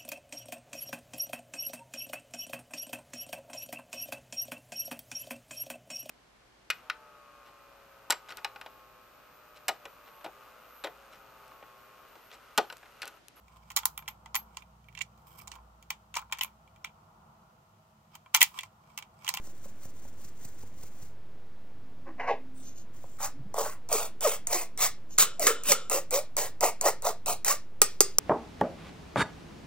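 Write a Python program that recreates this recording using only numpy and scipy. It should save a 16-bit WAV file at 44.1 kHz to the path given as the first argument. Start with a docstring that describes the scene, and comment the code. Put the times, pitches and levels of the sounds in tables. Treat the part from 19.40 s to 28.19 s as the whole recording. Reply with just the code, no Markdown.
"""In a kitchen, cocoa is sifted through a wire sieve into a glass bowl, heard slightly from the left by a close pair.
Powder slides over the mesh as a hand pats the sieve; a wooden spoon is dragged off the counter in jerks.
The spoon brushes the wires, then strokes lumps through the mesh: random contacts excite wires, frame and membrane,
and even wire crossings zip. Three knocks fall among the strokes, three more at the end free the powder.
Bursts and resonators make the blows; filtered noise makes the ventilation and the room."""
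import sys
import numpy as np
from scipy import signal
from scipy.fft import rfft, irfft, next_fast_len
from scipy.io import wavfile
from scipy.ndimage import map_coordinates

SR = 44100
rng = np.random.default_rng(int(sys.argv[2]) if len(sys.argv) > 2 else 0)


def to_wav(s):
    """Save 16-bit WAV."""
    ch = np.atleast_2d(s).T  # columns
    pcm = np.round(np.clip(ch, -1, 1) * 32767)  # PCM
    wavfile.write(sys.argv[1], SR, pcm.astype(np.int16))


N = 387638
TIME = np.arange(N) / SR


def from_db(db):
    """Amplitude factor for a level in dB."""
    return 10 ** (np.asarray(db) / 20)


def unit(x):
    """Scale to energy 1."""
    return x / np.sqrt(np.sum(x ** 2) + 1e-20)


def rms_one(x):
    """Scale to RMS 1."""
    return x / np.sqrt(np.mean(x ** 2) + 1e-20)


def at_hz(points, hz):
    """Read a curve between its points on a logarithmic frequency axis."""
    points = np.array(points)
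    return np.interp(np.log(hz + 1), np.log(points[:, 0]), points[:, 1])


def add(out, s, sound):
    """Mix a sound in at time s."""
    start = max(int(s * SR), 0)
    out[start:start + len(sound)] += sound[:max(N - start, 0)]


def butter(x, hz, kind, order=2):
    """Butterworth filter."""
    return signal.sosfilt(signal.butter(order, hz, kind, fs=SR, output="sos"), x)


def colour(x, spectrum, size=4096):
    """Causal (minimum-phase) filter with the given spectrum."""
    gain = from_db(at_hz(spectrum, np.fft.rfftfreq(size, 1 / SR)))
    cepstrum = irfft(np.log(gain))
    # folding the cepstrum makes the phase minimal
    cepstrum[1:size // 2] *= 2
    cepstrum[size // 2 + 1:] = 0
    impulse = irfft(np.exp(rfft(cepstrum)))
    return signal.fftconvolve(x, impulse)[:len(x)]


def slips(count, per_s, spread_db):
    """Random tiny contacts of either sign; spread_db sets how unequal they are."""
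    sizes = from_db(spread_db * np.minimum(rng.exponential(1, count), 4))
    signed = sizes * rng.choice([-1, 1], count)
    return signed * (rng.random(count) < per_s / SR)


def resonate(x, modes, stretch=1):
    """Parallel resonances whose pitches follow the factor stretch."""
    out = 0
    for hz, width_hz, db in modes:
        turn = np.exp(2j * np.pi * np.cumsum(hz * stretch * np.ones(len(x))) / SR)
        r = np.exp(-np.pi * width_hz / SR)
        # shift the mode down to 0 Hz, let it ring, shift it back up
        ringing = turn * signal.lfilter([1], [1, -r], x / turn + 1e-18)
        out = out + from_db(db) * unit(ringing.imag)
    edges = np.mean(stretch) * np.array([0.9 * modes[0][0], 1.037 * modes[-1][0]])
    return rms_one(butter(out, edges, "band", order=4))


def crack(t60, buzz_db, buzz_t60):
    """A sharp contact with a weaker, longer buzz: noise under two exponential decays."""
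    t = TIME[:SR // 8]
    decay = from_db(-60 * t / t60) + from_db(buzz_db - 60 * t / buzz_t60)
    return rng.standard_normal(len(t)) * decay


def blow(sound, db):
    """Give a hit the energy of 5 ms of sound at this level."""
    return from_db(db) * unit(sound) * np.sqrt(.005 * SR)


def envelope(t, length, attack_s, release_db_per_s):
    """Gain over the times t: rise, hold to the end of the length, release."""
    return np.clip(t / attack_s, 0, 1) * from_db(-release_db_per_s * np.maximum(t - length, 0))


def swell(t, length):
    """Gain over the times t: one rounded swell that rises a little faster than it falls."""
    return np.sin(np.pi * np.clip(t / length, 0, 1) ** .8)


def waver(count, hz):
    """Random fluctuation up to the rate hz; spread 1."""
    return rms_one(butter(rng.standard_normal(count), hz, "low"))


def flutter(count):
    """Gain of a light contact that keeps catching and letting go."""
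    return from_db(2.5 * waver(count, 50))


def glide(x, speed):
    """Shift all the resonances of a noise by the moving factor speed."""
    return map_coordinates(x, [np.cumsum(speed)], order=3, mode="mirror")


def slip_tone(hz, overtone_db):
    """Nearly regular slips of uneven strength give a rough, wavering tone that follows the rate hz."""
    turns = np.cumsum(hz * (1 + .035 * waver(len(hz), 200))) / SR
    tone = 0
    for k in range(3):
        gain = from_db(overtone_db * k) / np.sqrt(k + 1)
        tone = tone + gain * np.sin(2 * np.pi * (k + 1) * turns)
    return rms_one(tone * flutter(len(hz)))


# ventilation spectrum, relative: (f/Hz, level/dB)
AIR = [(20, 2), (45, 1), (160, 1.5), (300, -3), (600, -8), (3500, -25), (8000, -35.5), (16000, -48.5)]
AIR_DB = -56.5


def air():
    """Steady ventilation noise, mostly low."""
    return from_db(AIR_DB) * rms_one(colour(rng.standard_normal(N), AIR))


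MAINS_HZ, MAINS_DB = 102.5, -61


def hum():
    """Mains hum, a single steady sine."""
    return from_db(MAINS_DB) * np.sin(2 * np.pi * MAINS_HZ * TIME)


HISS_DB = -76


def hiss():
    """Faint bright self-noise of one microphone."""
    return from_db(HISS_DB) * rms_one(butter(rng.standard_normal(N), 11000, "high"))


# bumps of the mesh by the patting hand or the arriving spoon: (t/s, thump level/dB, powder level/dB)
PATS = [(0.072, -54, -52), (0.256, -49, -54.5), (0.454, -52, -55), (0.651, -54, -59), (0.849, -69, -51.5),
        (1.051, -74, -49), (1.233, -51, -56.5), (1.435, -49.5, -51.5), (1.626, -71, -57.5),
        (3.64, -45, -70)]
# powder sliding over the wires, relative spectrum: (f/Hz, level/dB)
POWDER = [(2000, -9.5), (2900, -16.5), (3900, -14.5), (5400, -9.5), (6600, -4), (8000, -3.5), (10000, -13),
          (15000, -8)]
# contact on the steel wires, relative spectrum: (f/Hz, level/dB)
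TICK = [(800, -20), (2500, -32.5), (4000, -15), (6000, -1), (8000, 3), (10500, -7), (15200, -6.5),
        (16300, -14.5)]
# resonances of the slack mesh before the pitch factor: (f/Hz, width/Hz, relative level/dB)
MEMBRANE = [(414, 64, -19), (627, 52, 18), (803, 316, 21), (1068, 130, 14)]
# powder trickles around each pat, and each pat gives a dull thud
TRICKLE_DB, TRICKLE_S, THUD_DB = -60, 0.24, -46


def sifting(gather_s=0.026, stop_s=.005, rebound_s=0.039, rebound_width_s=0.01, rebound_db=-7):
    """Powder gathers speed across the wires, stops at the tick of each pat, and slides back a moment later."""
    out, flow = np.zeros(N), np.zeros(N)
    for s, thump_db, powder_db in PATS:
        contact = crack(t60=0.0079, buzz_db=-14, buzz_t60=0.039)
        tick = blow(colour(contact, TICK), powder_db)
        thump = blow(resonate(contact, MEMBRANE, stretch=0.87), thump_db)
        add(out, s, tick + thump)
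        thud = butter(crack(t60=0.032, buzz_db=-16, buzz_t60=0.047), [35, 190], "band")
        add(out, s, blow(thud, THUD_DB))
        t = TIME - s
        slide = np.exp(np.minimum(t / gather_s, -t / stop_s))
        rebound = from_db(rebound_db) * np.exp(-((t - rebound_s) / rebound_width_s) ** 2)
        trickle = from_db(TRICKLE_DB) * swell(t + TRICKLE_S / 2, TRICKLE_S)
        flow += from_db(powder_db) * (slide + rebound) + trickle
    powder = rms_one(colour(slips(N, per_s=5400, spread_db=0.0), POWDER))
    return out + flow * flutter(N) * powder


# the spoon is dragged off the counter in jerks:
# (t/s, length/s, body level/dB, body pitch factor, clatter level/dB, clatter pitch factor)
JERKS = [(2.654, 0.043, -51, 1.13, -57.5, 0.94), (2.777, 0.1, -39.5, 1.022, -45, 1),
         (2.796, 0.0061, -32, 1.016, -34.5, 1.05), (2.868, 0.029, -27, 1.04, -37, 1.05),
         (2.9, 0.018, -30, 0.876, -44.5, 1.29)]
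# resonances of the spoon on the counter before the pitch factor: (f/Hz, width/Hz, relative level/dB)
COUNTER = [(504, 110, 0), (700, 110, 1.5), (985, 150, 6.5)]
# its higher clatter before the pitch factor: (f/Hz, width/Hz, relative level/dB)
CLATTER = [(1610, 130, 4), (1965, 270, 9), (2720, 100, -8)]
# dull low groans, as of a flexing handle: (t/s, length/s, mean f/Hz, level/dB)
BUMPS = [(2.667, 0.068, 341, -46.5), (3.929, 0.095, 286, -51.5), (3.972, 0.076, 138, -45.5),
         (4.052, 0.026, 195, -45.5)]
# a jerk builds up over a share of its length, then dies away past its end
JERK_ATTACK_SHARE, JERK_RELEASE_DB_PER_S = 0.38, 450
# a faint low ring that swells slowly
LOW_RING_START_S, LOW_RING_S, LOW_RING_DB, LOW_RING_HZ = 2.176, 1, -52, 260.4


def handling(hiss_db=-27):
    """Wood stutters and clatters over the counter; the handle passes on dull groans and a low ring."""
    out, t = np.zeros(N), TIME[:SR // 4]
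    for s, length, body_db, pitch, clatter_db, clatter_pitch in JERKS:
        stutter = slips(len(t), per_s=1200, spread_db=-0.5)
        scrape_hiss = from_db(hiss_db) * rms_one(butter(stutter, [3500, 6000], "band"))
        body = from_db(body_db) * (resonate(stutter, COUNTER, pitch) + scrape_hiss)
        clatter = from_db(clatter_db) * resonate(stutter, CLATTER, clatter_pitch)
        jerk = envelope(t, length, JERK_ATTACK_SHARE * length, JERK_RELEASE_DB_PER_S)
        add(out, s, (body + clatter) * jerk)
    for s, length, hz, db in BUMPS:
        wobble = 1 + .08 * waver(len(t), 60)
        add(out, s, from_db(db) * swell(t, length) * slip_tone(hz * wobble, overtone_db=-23))
    rise = envelope(TIME - LOW_RING_START_S, LOW_RING_S, attack_s=1.0, release_db_per_s=83)
    return out + from_db(LOW_RING_DB) * rise * np.sin(2 * np.pi * LOW_RING_HZ * TIME)


# light brushes against the wires: (t/s, length/s, level/dB, pitch factor)
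BRUSHES = [(3.127, 0.19, -56.5, 1.21), (3.205, .16, -54.5, .96), (3.34, 0.11, -55, 0.99),
           (3.61, 0.28, -62, 1.1), (5.685, 0.12, -52.5, 0.99)]
# resonances of the lightly brushed wires before the pitch factor: (f/Hz, width/Hz, relative level/dB)
RUSTLE = [(3040, 220, -11), (6770, 370, 5), (7600, 970, -5), (13500, 2500, 2)]


def brushing():
    """A light touch sliding over the wires makes them rustle unevenly, at a pitch that depends on the place."""
    out, t = np.zeros(N), TIME[:SR // 3]
    for s, length, db, pitch in BRUSHES:
        touch = from_db(db) * swell(t, length) ** 2 * flutter(len(t))
        add(out, s, touch * resonate(slips(len(t), per_s=3700, spread_db=0.0), RUSTLE, pitch))
    return out


# steel frame of the sieve, relative spectrum: (f/Hz, level/dB)
FRAME = [(180, -1), (850, -4), (1300, 10.5), (1550, -0.5), (2050, 8), (2600, 1.5), (3200, -1), (4200, 1),
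         (8000, -22.5)]


def tap(tick_db, membrane_db):
    """A landing or a catch ticks on the wires and frame and thumps the mesh."""
    contact = crack(t60=.009, buzz_db=-13, buzz_t60=.035)
    tick = blow(colour(contact, TICK), tick_db) + blow(colour(contact, FRAME), tick_db - 20.5)
    return tick + blow(resonate(contact, MEMBRANE, stretch=1.055), membrane_db)


# spoon strokes over the mesh: (touch t/s, time to the crest/s, time to the lift/s,
# landing tick level/dB, wire level/dB, membrane level/dB, mesh pitch factor)
STROKES = [(3.786, 0.046, 0.071, -66, -30.5, -35.5, 1.45), (4.141, 0.046, 0.13, -45, -32, -31, 1.04),
           (4.247, 0.0069, 0.087, -55.5, -40, -41.5, 1.88), (4.489, 0.051, 0.17, -40, -25.5, -31, 1.075),
           (4.808, 0.036, 0.14, -32.5, -24, -34.5, 1.06), (5.071, 0.058, .16, -24.5, -26, -34.5, 1.13),
           (5.376, 0.043, 0.086, -34.5, -21.5, -36, 1.22), (5.78, 0.025, 0.042, -34, -14, -35, 1.9),
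           (5.996, 0.031, 0.12, -27, -25.5, -35, 0.75), (6.07, 0.0042, 0.014, -14, -19, -26.5, 2.06),
           (6.236, 0.057, 0.088, -34, -20, -46.5, 1.1), (6.498, 0.031, 0.084, -25.5, -25, -31.5, 0.91),
           (6.708, 0.032, 0.08, -30.5, -26, -35, 0.995), (6.967, 0.011, 0.097, -24, -27.5, -32.5, 1),
           (7.208, 0.029, 0.077, -25.5, -25, -26.5, 1.145), (7.412, 0.049, 0.075, -22.5, -23, -23.5, 1.01),
           (7.622, 0.043, 0.074, -37, -28.5, -29.5, 1.12), (7.86, 0.025, 0.067, -29.5, -26, -31.5, 1.05),
           (8.047, 0.036, 0.08, -23, -21.5, -34.5, 1.06)]
# rubbed wires, relative spectrum: (f/Hz, level/dB)
WIRES = [(1000, -56), (2500, -4.5), (3600, -12.5), (5000, -2), (6300, 3.5), (8200, 7.5), (11000, -1),
         (15000, 2)]
# a stroke swells to its crest, eases off while it slides, and dies when the spoon lifts
SWELL_DB_PER_S, EASE_DB_PER_S, RELEASE_DB_PER_S = 488, 105.5, 493
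# past the crest the mesh drumming also fades on its own
MEMBRANE_FADE_DB_PER_S = 37
# the spoon's pressure wavers: spread and top rate
JUDDER_DB, JUDDER_HZ = 1.6, 75
# frame relative to the wires; landing thump relative to the stroke's membrane level
FRAME_DB, THUMP_DB = -12, -28
# the mesh slackens around the crest: time scale, and the share its pitch goes from above to below
SAG_S, SAG = 0.061, 0.04
# the wires sound lower the harder the spoon presses: share between no and full pressure
WIRE_SAG = .16
# ring time of the short modes of the mesh
WEAVE_T60_S = .011
# blows on the open mesh radiate little below this; the rasp reaches an octave lower
SIEVE_LOW_HZ = 254


def strokes(frame_follows=0.72, membrane_follows=0.76):
    """The spoon trips over the wires; the mesh hisses and drums, its pitch sinking as it slackens."""
    out, t = np.zeros(N), TIME[:SR // 3]
    for s, crest, lift, tick_db, wire_db, membrane_db, pitch in STROKES:
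        past_crest = np.maximum(t - crest, 0)
        pressure_db = -SWELL_DB_PER_S * np.maximum(crest - t, 0) - EASE_DB_PER_S * past_crest
        pressure_db = pressure_db - RELEASE_DB_PER_S * np.maximum(t - lift, 0)
        judder_db = JUDDER_DB * waver(len(t), JUDDER_HZ)
        # countless fine contacts; the resonances wander as the spoon travels
        grit = slips(len(t), per_s=14000, spread_db=2.5)
        wander = 1 + .05 * waver(len(t), 20)
        wire_speed = wander * (1 - WIRE_SAG * (from_db(pressure_db) - .5))
        wire_gain = from_db(wire_db + pressure_db + judder_db)
        wires = wire_gain * rms_one(glide(colour(grit, WIRES), wire_speed))
        # each stroke adds its own crowd of short mesh modes to the frame
        weave = unit(rng.standard_normal(len(t)) * from_db(-60 * t / WEAVE_T60_S))
        rasp = butter(grit + signal.fftconvolve(grit, weave)[:len(t)], SIEVE_LOW_HZ / 2, "high")
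        frame_gain = from_db(wire_db + FRAME_DB + frame_follows * pressure_db + judder_db)
        frame = frame_gain * rms_one(glide(colour(rasp, FRAME), wander))
        # sparser uneven crossings drum on the slackening mesh
        stretch = pitch * wander * (1 - SAG * np.tanh((t - crest) / SAG_S))
        drum_db = membrane_db + membrane_follows * pressure_db - MEMBRANE_FADE_DB_PER_S * past_crest
        crossings = slips(len(t), per_s=1100, spread_db=2.5)
        membrane = from_db(drum_db + judder_db) * resonate(crossings, MEMBRANE, stretch)
        add(out, s, wires + frame + membrane)
        add(out, s, tap(tick_db, membrane_db + THUMP_DB))
    return out


# the spoon lands firmly, catches on the mesh or cracks a lump: (t/s, tick level/dB, membrane level/dB)
CATCHES = [(4.142, -38.5, -31.5), (4.181, -51, -24.5), (4.2, -52, -31.5), (4.528, -20, -35),
           (7.2355, -49, -16), (7.251, -27, -24), (7.46, -27, -20.5), (7.65, -30, -29.5)]


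def lumps():
    """The spoon lands firmly, catches or cracks a lump, each time a tick on the steel and a thump of the mesh."""
    out = np.zeros(N)
    for s, tick_db, membrane_db in CATCHES:
        add(out, s, tap(tick_db, membrane_db))
    return out


# the spoon skips evenly from wire to wire:
# (t/s, length/s, start crossing f/Hz, end crossing f/Hz, level/dB, level change per overtone/dB)
ZIPS = [(4.528, 0.037, 585, 361, -29, -15), (4.84, 0.051, 726, 401, -23, -7.5),
        (5.142, 0.038, 382, 340, -31.5, -1), (5.99, 0.046, 708, 548, -32.5, -21),
        (6.078, 0.039, 562, 407, -28, -22), (6.285, 0.061, 640, 452, -29.5, -21),
        (6.516, 0.092, 477, 603, -34, -8), (6.72, 0.094, 478, 640, -28.5, -20),
        (7.225, 0.0278, 485, 310, -26.5, 0), (7.446, 0.062, 587, 708, -31.5, 4),
        (7.645, 0.05, 550, 780, -29.5, -8.5), (7.685, 0.03, 514, 358, -34, 2),
        (8.095, 0.039, 1017, 1217, -30, -23)]


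def zips():
    """Even wire crossings give a short tone that glides with the spoon's speed."""
    out, t = np.zeros(N), TIME[:SR // 8]
    for s, length, start_hz, end_hz, db, overtone_db in ZIPS:
        rate_hz = start_hz * (end_hz / start_hz) ** np.minimum(t / length, 1)
        add(out, s, from_db(db) * swell(t, length) * slip_tone(rate_hz, overtone_db))
    return out


# modes of the knocked spoon before the tilt: (f/Hz, relative level/dB, t60/s)
WOOD = [(389, -3, 0.055), (516, 2, 0.0081), (834, -8.5, 0.068), (1233, -5, 0.067)]


def struck(modes, tilt_db):
    """One blow on decaying modes of alternating sign: a harder contact favours the higher ones."""
    t, rings = TIME[:SR // 4], 0
    for k, (hz, db, t60) in enumerate(modes):
        level_db = db + tilt_db * np.log2(hz / modes[0][0]) - 60 * t / t60
        rings = rings + (-1) ** k * from_db(level_db) * np.sin(2 * np.pi * hz * t)
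    return butter(rings, 220, "high")


# hard knocks of the spoon on the sieve:
# (t/s, tick level/dB, frame level/dB, wood level/dB, wood tilt/dB per octave, ring level/dB)
KNOCKS = [(5.7851, -13.5, -25.5, -50, -18, -30.5), (6.068, -18.5, -22.5, -29, -39, -29),
          (6.3191, -12.5, -23, -22.5, 2.5, -33), (8.417, -6.5, -19.5, -21.5, -1, -61),
          (8.606, -7.5, -23, -18.5, -9.5, -68), (8.7845, -12.5, -31.5, -27.5, 1, -55)]
# clusters of close modes in the steel rim and wires: (f/Hz, width/Hz, relative level/dB)
RIM = [(503, 250, -1.5), (1375, 91, -1), (3050, 110, -12), (3510, 610, -6), (5490, 810, -10.5),
       (7350, 580, -2)]
RIM_T60_S = 0.4
# the loose mesh rattles on: level relative to the tick setting, decay
RATTLE_DB, RATTLE_T60_S = -33, 0.36


def knocks():
    """Hard blows crack on the steel, sound the wooden spoon and leave the rim ringing and the mesh rattling."""
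    out, t = np.zeros(N), TIME[:SR // 2]
    for s, tick_db, frame_db, wood_db, tilt_db, ring_db in KNOCKS:
        contact = crack(t60=.009, buzz_db=-13.5, buzz_t60=.05)
        add(out, s, blow(colour(contact, TICK), tick_db))
        frame = colour(crack(t60=0.026, buzz_db=-24.0, buzz_t60=.06), FRAME)
        add(out, s, blow(frame, frame_db))
        add(out, s, blow(struck(WOOD, tilt_db), wood_db))
        ring = resonate(rng.standard_normal(len(t)), RIM)
        add(out, s, from_db(ring_db - 60 * t / RIM_T60_S) * ring)
        rattle = rms_one(butter(rng.standard_normal(len(t)), [1100, 8000], "band", order=1))
        add(out, s, from_db(tick_db + RATTLE_DB - 60 * t / RATTLE_T60_S) * rattle)
    return out


# kitchen reverberation: (f/Hz, t60/s)
ROOM_T60 = [(200, 0.29), (1000, 0.16), (3000, 0.3), (7000, 0.15), (15000, 0.087)]


def kitchen(x, gap_s=0.00036):
    """Diffuse reflections: noise that dies away band by band, starting after a short gap."""
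    t, tail = TIME[:SR // 2], 0
    edges = np.geomspace(150, 17000, 9)
    for low, high in zip(edges, edges[1:]):
        band = butter(rng.standard_normal(len(t)), [low, high], "band")
        tail = tail + band * from_db(-60 * t / at_hz(ROOM_T60, np.sqrt(low * high)))
    return signal.fftconvolve(x, unit(tail * (t > gap_s)))[:N]


PORT_LAG_S = 5e-5
# reverberation common to both ports; reflections and air of each port's own
WET_DB, SPREAD_DB, SPREAD_ABOVE_HZ, AIR_SPREAD_DB = -12, -11.5, 4100, -12.5


def scene():
    """All sources in the kitchen, heard by two closely spaced microphone ports."""
    hits = butter(lumps() + knocks(), SIEVE_LOW_HZ, "high")
    direct = sifting() + handling() + brushing() + strokes() + zips() + hits
    near = direct + from_db(WET_DB) * kitchen(direct)
    # the sound reaches the right port a little later
    size = next_fast_len(N + SR // 10)
    delay = np.exp(-2j * np.pi * np.fft.rfftfreq(size, 1 / SR) * PORT_LAG_S)
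    late = irfft(rfft(near, size) * delay, size)[:N]
    # the higher reflections and part of the air differ between the ports
    treble = butter(direct, SPREAD_ABOVE_HZ, "high", order=1)
    diffuse = []
    for port in range(2):
        reflections = from_db(SPREAD_DB) * kitchen(treble)
        diffuse.append(reflections + from_db(AIR_SPREAD_DB) * air() + hiss())
    return np.array([near, late]) + np.array(diffuse) + air() + hum()


CUTOFF_HZ = 15700


def record(dry):
    """The input adds a small constant offset, clips peaks beyond full scale, and cuts the top."""
    clipped = np.clip(dry + .0183, -1, 1)
    # order 10, 0.1 dB ripple, 80 dB stopband
    lowpass = signal.ellip(10, .1, 80, CUTOFF_HZ, fs=SR, output="sos")
    return signal.sosfilt(lowpass, clipped)


dry = scene()
out = record(dry)
to_wav(out)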